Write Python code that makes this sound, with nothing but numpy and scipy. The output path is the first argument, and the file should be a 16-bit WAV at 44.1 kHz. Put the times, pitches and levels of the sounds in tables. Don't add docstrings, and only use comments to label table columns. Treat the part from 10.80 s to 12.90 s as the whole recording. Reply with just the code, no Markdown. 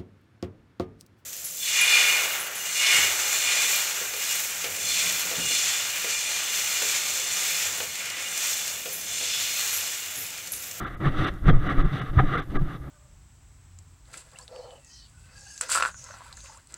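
import sys
import numpy as np
from scipy import signal
from scipy.io import wavfile
from scipy.ndimage import uniform_filter1d

SR = 44100
rng = np.random.default_rng(int(sys.argv[2]) if len(sys.argv) > 2 else 0)


def generate_wav(signal):
    frames = np.transpose(np.atleast_2d(signal))
    scaled = np.clip(frames, -1, 1) * 32767
    pcm = np.round(scaled).astype(np.int16)
    wavfile.write(sys.argv[1], SR, pcm)


def decibels_to_gain(level_db):
    exponent = np.asarray(level_db, float) / 20
    return 10 ** exponent


N = 92610
TREBLE_END_HZ = 15400


def rms_one(x):
    return x / np.sqrt(np.mean(x ** 2) + 1e-20)


def below(x, hz):
    return signal.sosfilt(signal.cheby1(6, 1, hz, fs=SR, output="sos"), x)


def above(x, order, hz):
    return signal.sosfilt(signal.butter(order, hz, "high", fs=SR, output="sos"), x)


def drift(rate_hz):
    r = np.exp(-2 * np.pi * rate_hz / SR)
    wander = signal.lfilter([1], [1, -2 * r, r * r], rng.standard_normal(N + SR))
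    return rms_one(wander[SR:])


def evened(x, share, size):
    power = np.maximum(uniform_filter1d(x ** 2, size=size), 1e-9)
    return rms_one(x / power ** (np.clip(share, 0, 1) / 2))


def swells(start_s, swell_s, hold_s, level_db, fall_db_per_s, bend=0):
    t = np.arange(N) / SR
    gain = 0
    for s, swell, hold, db in zip(start_s, swell_s, hold_s, level_db):
        climb_db = 25 * np.maximum(s - t, 0) / max(swell, .002)
        after_s = t - s - hold
        fall_db = fall_db_per_s * np.maximum(after_s, 0) + bend * np.clip(after_s, 0, .1) ** 2
        gain = gain + decibels_to_gain(db - climb_db - fall_db)
    return gain


def resonances(x, table):
    out = 0
    for k, (hz, width_hz, db) in enumerate(table):
        r = np.exp(-np.pi * 1.5 * width_hz / SR)
        b = (1 - r * r) / 2 * np.array([1, 0, -1])
        a = [1, -2 * r * np.cos(2 * np.pi * hz / SR), r * r]
        once = signal.lfilter(b, a, x[k % 2])
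        out = out + decibels_to_gain(db) * signal.lfilter(b, a, once)
    return out


def rings(table, ring_s, gain_db):
    t = np.arange(N) / SR
    out = 0
    for s, hz, db in table:
        bump = np.exp(-.5 * ((t - s) / ring_s) ** 2)
        out = out + decibels_to_gain(db + gain_db) * np.cos(2 * np.pi * hz * (t - s)) * bump
    return out


# time_s, level_db
WIND_GUSTS = [(0.0, -35.5), (0.12, -42), (0.34, -35), (0.67, -47), (0.81, -25), (0.87, -37), (0.93, -26),
              (1.06, -38), (1.15, -50.5), (1.37, -26), (1.51, -34), (1.76, -37), (1.9, -43), (2.1, -40.5)]


def wind():
    s, db = np.transpose(WIND_GUSTS)
    band = signal.butter(1, [14, 31.5], "band", fs=SR, output="sos")
    air = signal.sosfilt(band, rng.standard_normal(N + SR))[SR:]
    air = evened(below(air, 90.4), 0.3, size=2500)
    gust_db = np.interp(np.arange(N) / SR, s, db)
    lumps_db = 4 * drift(15.6)
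    return air * decibels_to_gain(gust_db + lumps_db)


# middle_s, length_s, level_db
PUFFS = [
    (0.677, 0.0069, -6.5),
    (0.728, 0.04, -9),
    (0.739, 0.017, -10),
    (1.376, .01, -3),
]


def puffs():
    t = np.arange(N) / SR
    return sum(decibels_to_gain(db) * np.exp(-.5 * ((t - s) / (length_s / 3)) ** 2) for s, length_s, db in PUFFS)


SUCTION_TIMES = [.27, .325, .395, .505, .625, .665, .695, .756, .84, .991, 1.056, 1.375, 1.45, 1.768, 1.826]
# length_s, level_db
SUCTION_SHAPES = [(0.036, -17.5), (0.054, -18), (0.038, -18), (0.019, -22), (0.016, -20.5), (0.028, -11.5),
                  (0.018, -11), (0.052, -6.5), (0.049, -18.5), (0.027, -6), (0.025, -10.5), (0.0082, 0.5),
                  (0.046, -12.5), (0.052, -13), (0.035, -13.5)]


def port_pressure():
    t = np.arange(N) / SR
    rebound, leak_hz = 0.5, 7
    drops = 0
    for s, (length_s, db) in zip(SUCTION_TIMES, SUCTION_SHAPES):
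        u = (t - s) / (length_s / 3)
        drops = drops - decibels_to_gain(db) * (1 - rebound * u ** 2) * np.exp(-.5 * u ** 2)
    return above(drops + puffs(), 1, leak_hz)


# time_s, level_db
SNAPS = [
    (.428, -34),
    (.539, -35),
    (.546, -40),
    (1.055, -48),
    (1.71, -46),
    (1.83, -47),
]


def snaps():
    clicks = np.zeros(N)
    for s, db in SNAPS:
        clicks[int(s * SR)] = decibels_to_gain(db)
    crack = rng.standard_normal(80) * np.exp(-np.arange(80) / 12.0)
    softened = signal.lfilter([.4], [1, -.75], np.convolve(clicks, crack)[:N])
    return above(softened, 2, 3500)


# time_s, pitch_hz, level_db
JOLTS = [(0.2289, 128, -23), (0.2678, 317, -33), (0.2744, 138, -13), (0.412, 141, -14.5),
         (0.4275, 318, -23.5), (0.4783, 151, -25), (0.6876, 297, -27.5), (0.6927, 145.5, -9.5),
         (0.7875, 120.7, -21), (0.9044, 285, -27.5), (0.9342, 137, -27.5), (0.9687, 285, -26.5),
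         (1.0022, 282.6, -24.5), (1.0534, 136, -23), (1.1327, 141.5, -19.5), (1.2185, 131, -24.5),
         (1.4021, 133, -16), (1.4448, 156, -23.5), (1.4914, 129, -25), (1.5284, 133, -22.5),
         (1.5828, 158, -24), (1.769, 147, -28), (1.771, 247, -31.5), (1.817, 134, -23)]


def jolts():
    return rings(JOLTS, ring_s=.012, gain_db=-3)


# start_s (full level), swell_s, hold_s, level_db, hollow_db (hollow part)
THUMPS = [(0.0, 0.026, 0.034, -35.5, 0), (0.082, 0.09, 0.095, -58, 2.5), (0.215, 0.024, 0.016, -25.5, -6),
          (0.258, 0.021, 0.018, -25, -4.5), (0.304, 0.058, 0.095, -40.5, 2.5),
          (0.41, 0.037, 0.013, -24, -9), (0.448, 0.074, 0.044, -39, 3.5), (0.524, 0.07, 0.042, -41, -8.5),
          (0.684, 0.059, 0.016, -15, -8.5), (0.713, 0.028, 0.049, -20.5, -14.5),
          (0.781, 0.028, 0.09, -36.5, -13.5), (0.874, 0.093, 0.032, -39, 6),
          (0.973, 0.094, 0.036, -30, -2.5), (1.051, 0.05, 0.0058, -19, -12.5),
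          (1.128, 0.017, 0.032, -33, -4), (1.2, 0.099, 0.038, -36, -7), (1.393, 0.11, 0.01, -19, -13),
          (1.433, 0.014, 0.011, -25.5, -4.5), (1.526, 0.16, 0.069, -33.5, -6.5),
          (1.679, 0.044, 0.051, -51.5, 1.5), (1.759, 0.052, 0.0065, -31, 4),
          (1.809, 0.011, 0.013, -21.5, -18.5), (1.856, 0.037, 0.099, -39, -4.5),
          (2.063, 0.11, 0.039, -45.5, -1.5)]
# pitch_hz, width_hz, level_db
CASE_LOW = [(89.4, 13.8, -1.5), (125.1, 39, 1.5)]
# pitch_hz, width_hz, level_db
CASE_HOLLOW = [(200, 42, 2.5), (256, 12, -3.5), (280.7, 64, 3.5), (346.7, 57, -4.5), (443, 283, -10.5)]


def thumps():
    s, swell_s, hold_s, db, hollow_db = np.transpose(THUMPS)
    shake_db, fall_db_per_s = -2, 594
    shake = resonances(rng.standard_normal((2, N)), CASE_LOW)
    shake = below(evened(shake, 0.68, size=500), 186)
    hollow = resonances(rng.standard_normal((2, N)), CASE_HOLLOW)
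    hollow = evened(hollow, 0.057, size=700)
    shake_gain = swells(s, swell_s, hold_s, db + shake_db, fall_db_per_s) + decibels_to_gain(-46)
    hollow_gain = swells(s, swell_s, hold_s, db + hollow_db, fall_db_per_s) + decibels_to_gain(-55.0)
    return shake * shake_gain + hollow * hollow_gain


# time_s, pitch_hz (of the panel), level_db
KNOCKS = [(0.051, 1375, -28.5), (0.251, 1750, -30.5), (0.266, 1810, -36), (0.27, 1116, -29),
          (0.276, 1650, -38), (0.28, 1190, -38), (0.348, 1310, -30.5), (0.403, 1365, -30),
          (0.415, 1875, -30.5), (0.428, 1180, -30), (0.448, 1210, -29), (0.449, 3600, -37),
          (0.467, 1590, -34), (0.467, 1920, -33), (0.472, 1150, -49), (0.682, 1930, -30),
          (0.691, 1293, -18.5), (0.698, 1790, -28), (0.698, 3410, -37), (0.7, 703, -22.5),
          (0.865, 1405, -33), (0.883, 1660, -39), (0.893, 1855, -32), (0.895, 1145, -26.5),
          (0.908, 1210, -30), (0.91, 1580, -32), (0.911, 2125, -31), (0.991, 1240, -31), (1.002, 1247, -26),
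          (1.392, 1237, -13), (1.394, 1820, -22.5), (1.403, 758, -19), (1.499, 1400, -30.5),
          (1.542, 1220, -21.5), (1.543, 1830, -34), (1.555, 1960, -45), (1.556, 1360, -21),
          (1.573, 1383, -23), (1.575, 2090, -34), (1.591, 1534, -27.5),
          (0.706, 473, -21.5),
    (0.744, 1260, -33),
    (1.391, 1000, -21),
    (1.401, 390, -23.5),
    (2.023, 1186, -45),
    (.02, 1290, -38),
    (0.659, 1340, -37),
]


def knocks():
    return rings(KNOCKS, ring_s=0.0037, gain_db=-0.5)


def fibres():
    slips_per_s, spread_db = 2500, 0.5
    sizes = decibels_to_gain(spread_db * np.minimum(rng.exponential(1, (2, N)), 4))
    sizes = sizes * rng.choice([-1, 1], (2, N))
    slips = rms_one(sizes * (rng.random((2, N)) < slips_per_s / SR))
    return rms_one(slips + 1.93 * rng.standard_normal((2, N)))


# start_s (full level), swell_s, hold_s, level_db, brightness_db
SWISHES = [(0.0, 0.071, 0.082, -34, -0.5), (0.099, 0.0092, 0.063, -44, -2.5),
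           (0.202, 0.0046, 0.054, -41.5, -4.5), (0.258, 0.051, 0.024, -28.5, 0.5),
           (0.392, 0.13, 0.096, -29.5, 5), (0.517, 0.033, 0.072, -48, 0.5), (0.689, 0.049, 0.01, -20.5, -1),
           (0.73, 0.015, 0.033, -37.5, -7), (0.868, 0.14, 0.032, -33.5, 2), (0.906, 0.079, 0.017, -31.5, 2),
           (0.983, 0.099, 0.024, -31, 0), (1.026, 0.042, 0.087, -38, 0.5),
           (1.131, 0.025, 0.085, -34.5, 5.5), (1.229, 0.044, 0.074, -43, 2), (1.332, 0.0085, 0.084, -45, 3),
           (0.671, 0.0054, 0.0092, -58, 16.5), (1.389, 0.026, 0.0093, -20, -4),
           (1.436, 0.01, 0.052, -43, 0.5), (1.537, 0.14, 0.053, -28.5, 1.5), (1.598, 0.0087, 0.023, -38, 4),
           (1.7, 0.021, 0.027, -51.5, 7.5), (1.755, 0.02, 0.011, -33.5, -0.5),
           (1.894, 0.28, 0.069, -43.5, 2.5), (2.018, 0.014, 0.063, -51.5, -1)]
# pitch_hz, width_hz, level_db
CASE_MID = [(356, 236, 1.5), (612, 220, -8), (769, 224, 3.5), (1000, 40, -39), (1181, 201, 9),
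            (1678, 187, -1), (1888, 100, 1), (1959, 135, -1.5)]
# pitch_hz, width_hz, level_db
CASE_HIGH = [(2760, 340, 10.5), (2970, 526, 11.5), (3460, 450, 14.5), (3900, 440, 6)]
# pitch_hz, width_hz, level_db
CASE_TOP = [(4400, 840, 3.5), (5980, 490, 1), (7800, 1400, -8), (9860, 4600, -11)]


def swishes():
    s, swell_s, hold_s, db, bright_db = np.transpose(SWISHES)
    fall_db_per_s, fall_bend = 1094, 3000
    floor_db = -59.5
    flicker = decibels_to_gain(1.2 * drift(21))
    high_db = db + bright_db - 17
    top_db = 0.74 * (db + 30) - 32.5 + 1.52 * bright_db - 31.5
    bands = [(CASE_MID, db, 2325), (CASE_HIGH, high_db, 3895), (CASE_TOP, top_db, TREBLE_END_HZ)]
    out = 0
    for table, level_db, edge_hz in bands:
        rub = fibres() * flicker
        stroke = swells(s, swell_s, hold_s, level_db, fall_db_per_s, fall_bend)
        stroke = stroke + decibels_to_gain(floor_db + np.mean(level_db - db))
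        heard = below(resonances(rub * stroke, table), edge_hz)
        out = out + heard / np.std(resonances(rub, table))
    dip_hz, dip_width_hz = 898.5, 293
    return signal.lfilter(*signal.iirnotch(dip_hz, dip_hz / dip_width_hz, fs=SR), out)


def scene():
    grass = swishes() + knocks()
    stride = thumps() + jolts()
    weather = wind() + port_pressure()
    return (grass + stride + weather + snaps())[None]


# middle_s, length_s, lowest_lost_hz, valley_share (0 to 1, also lost under the top resonance)
DROPOUTS = [(.057, .019, 3800, .7), (.162, .021, 3800, 0), (.459, .018, 4200, 0), (.708, .012, 11000, .7),
            (.721, .017, 3700, 1), (.759, .019, 3800, 1), (.886, .019, 3800, .6), (1.036, .024, 3750, 1),
            (1.207, .018, 4000, .6), (1.569, .012, 4000, .4), (1.613, .021, 4000, .5), (1.782, .02, 750, 0)]
# low_hz, high_hz
VALLEY = [2400, 3200]


def drop_treble(x):
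    x, t = x.copy(), np.arange(N) / SR
    for s, length_s, hz, valley_share in DROPOUTS:
        near = slice(max(int((s - .1) * SR), 0), int((s + .1) * SR))
        high = signal.butter(6, hz, "high", fs=SR, output="sos")
        treble = signal.sosfiltfilt(high, x[:, near])
        band = signal.butter(4, VALLEY, "band", fs=SR, output="sos")
        valley = signal.sosfiltfilt(band, x[:, near] - treble)
        lost = np.clip(1.7 - 3.3 * np.abs(t[near] - s) / length_s, 0, 1)
        lost = lost * (1 - decibels_to_gain(-36))
        x[:, near] -= lost * (treble + valley_share * valley)
    return x


# time_s, pitch_hz, level_db
HELD_TONES = [(.054, 3550, -51), (.059, 3680, -64), (.456, 3150, -57), (.462, 2760, -54),
              (.706, 3210, -43.5), (.722, 3300, -65), (.759, 3530, -55.5), (.886, 2930, -43.5),
              (1.036, 3430, -61), (1.206, 2930, -48), (1.207, 2090, -47), (1.609, 3460, -52),
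              (1.782, 1175, -33), (1.783, 1648, -42), (1.43, 738, -36), (1.555, 476, -30)]


def held_tones():
    return rings(HELD_TONES, ring_s=.011, gain_db=-0.76)


def band_limit(x):
    return signal.sosfilt(signal.butter(12, 15700, fs=SR, output="sos"), x)


def record(dry):
    overload, hiss_db = 1.2, -64.5
    x = overload * np.tanh(dry / overload)
    x = x + decibels_to_gain(hiss_db) * rng.standard_normal(dry.shape)
    x = drop_treble(x) + held_tones()
    x = signal.sosfilt(signal.cheby2(6, 32, 1.055 * TREBLE_END_HZ, fs=SR, output="sos"), x)
    return band_limit(x)


dry = scene()
out = record(dry)
generate_wav(out)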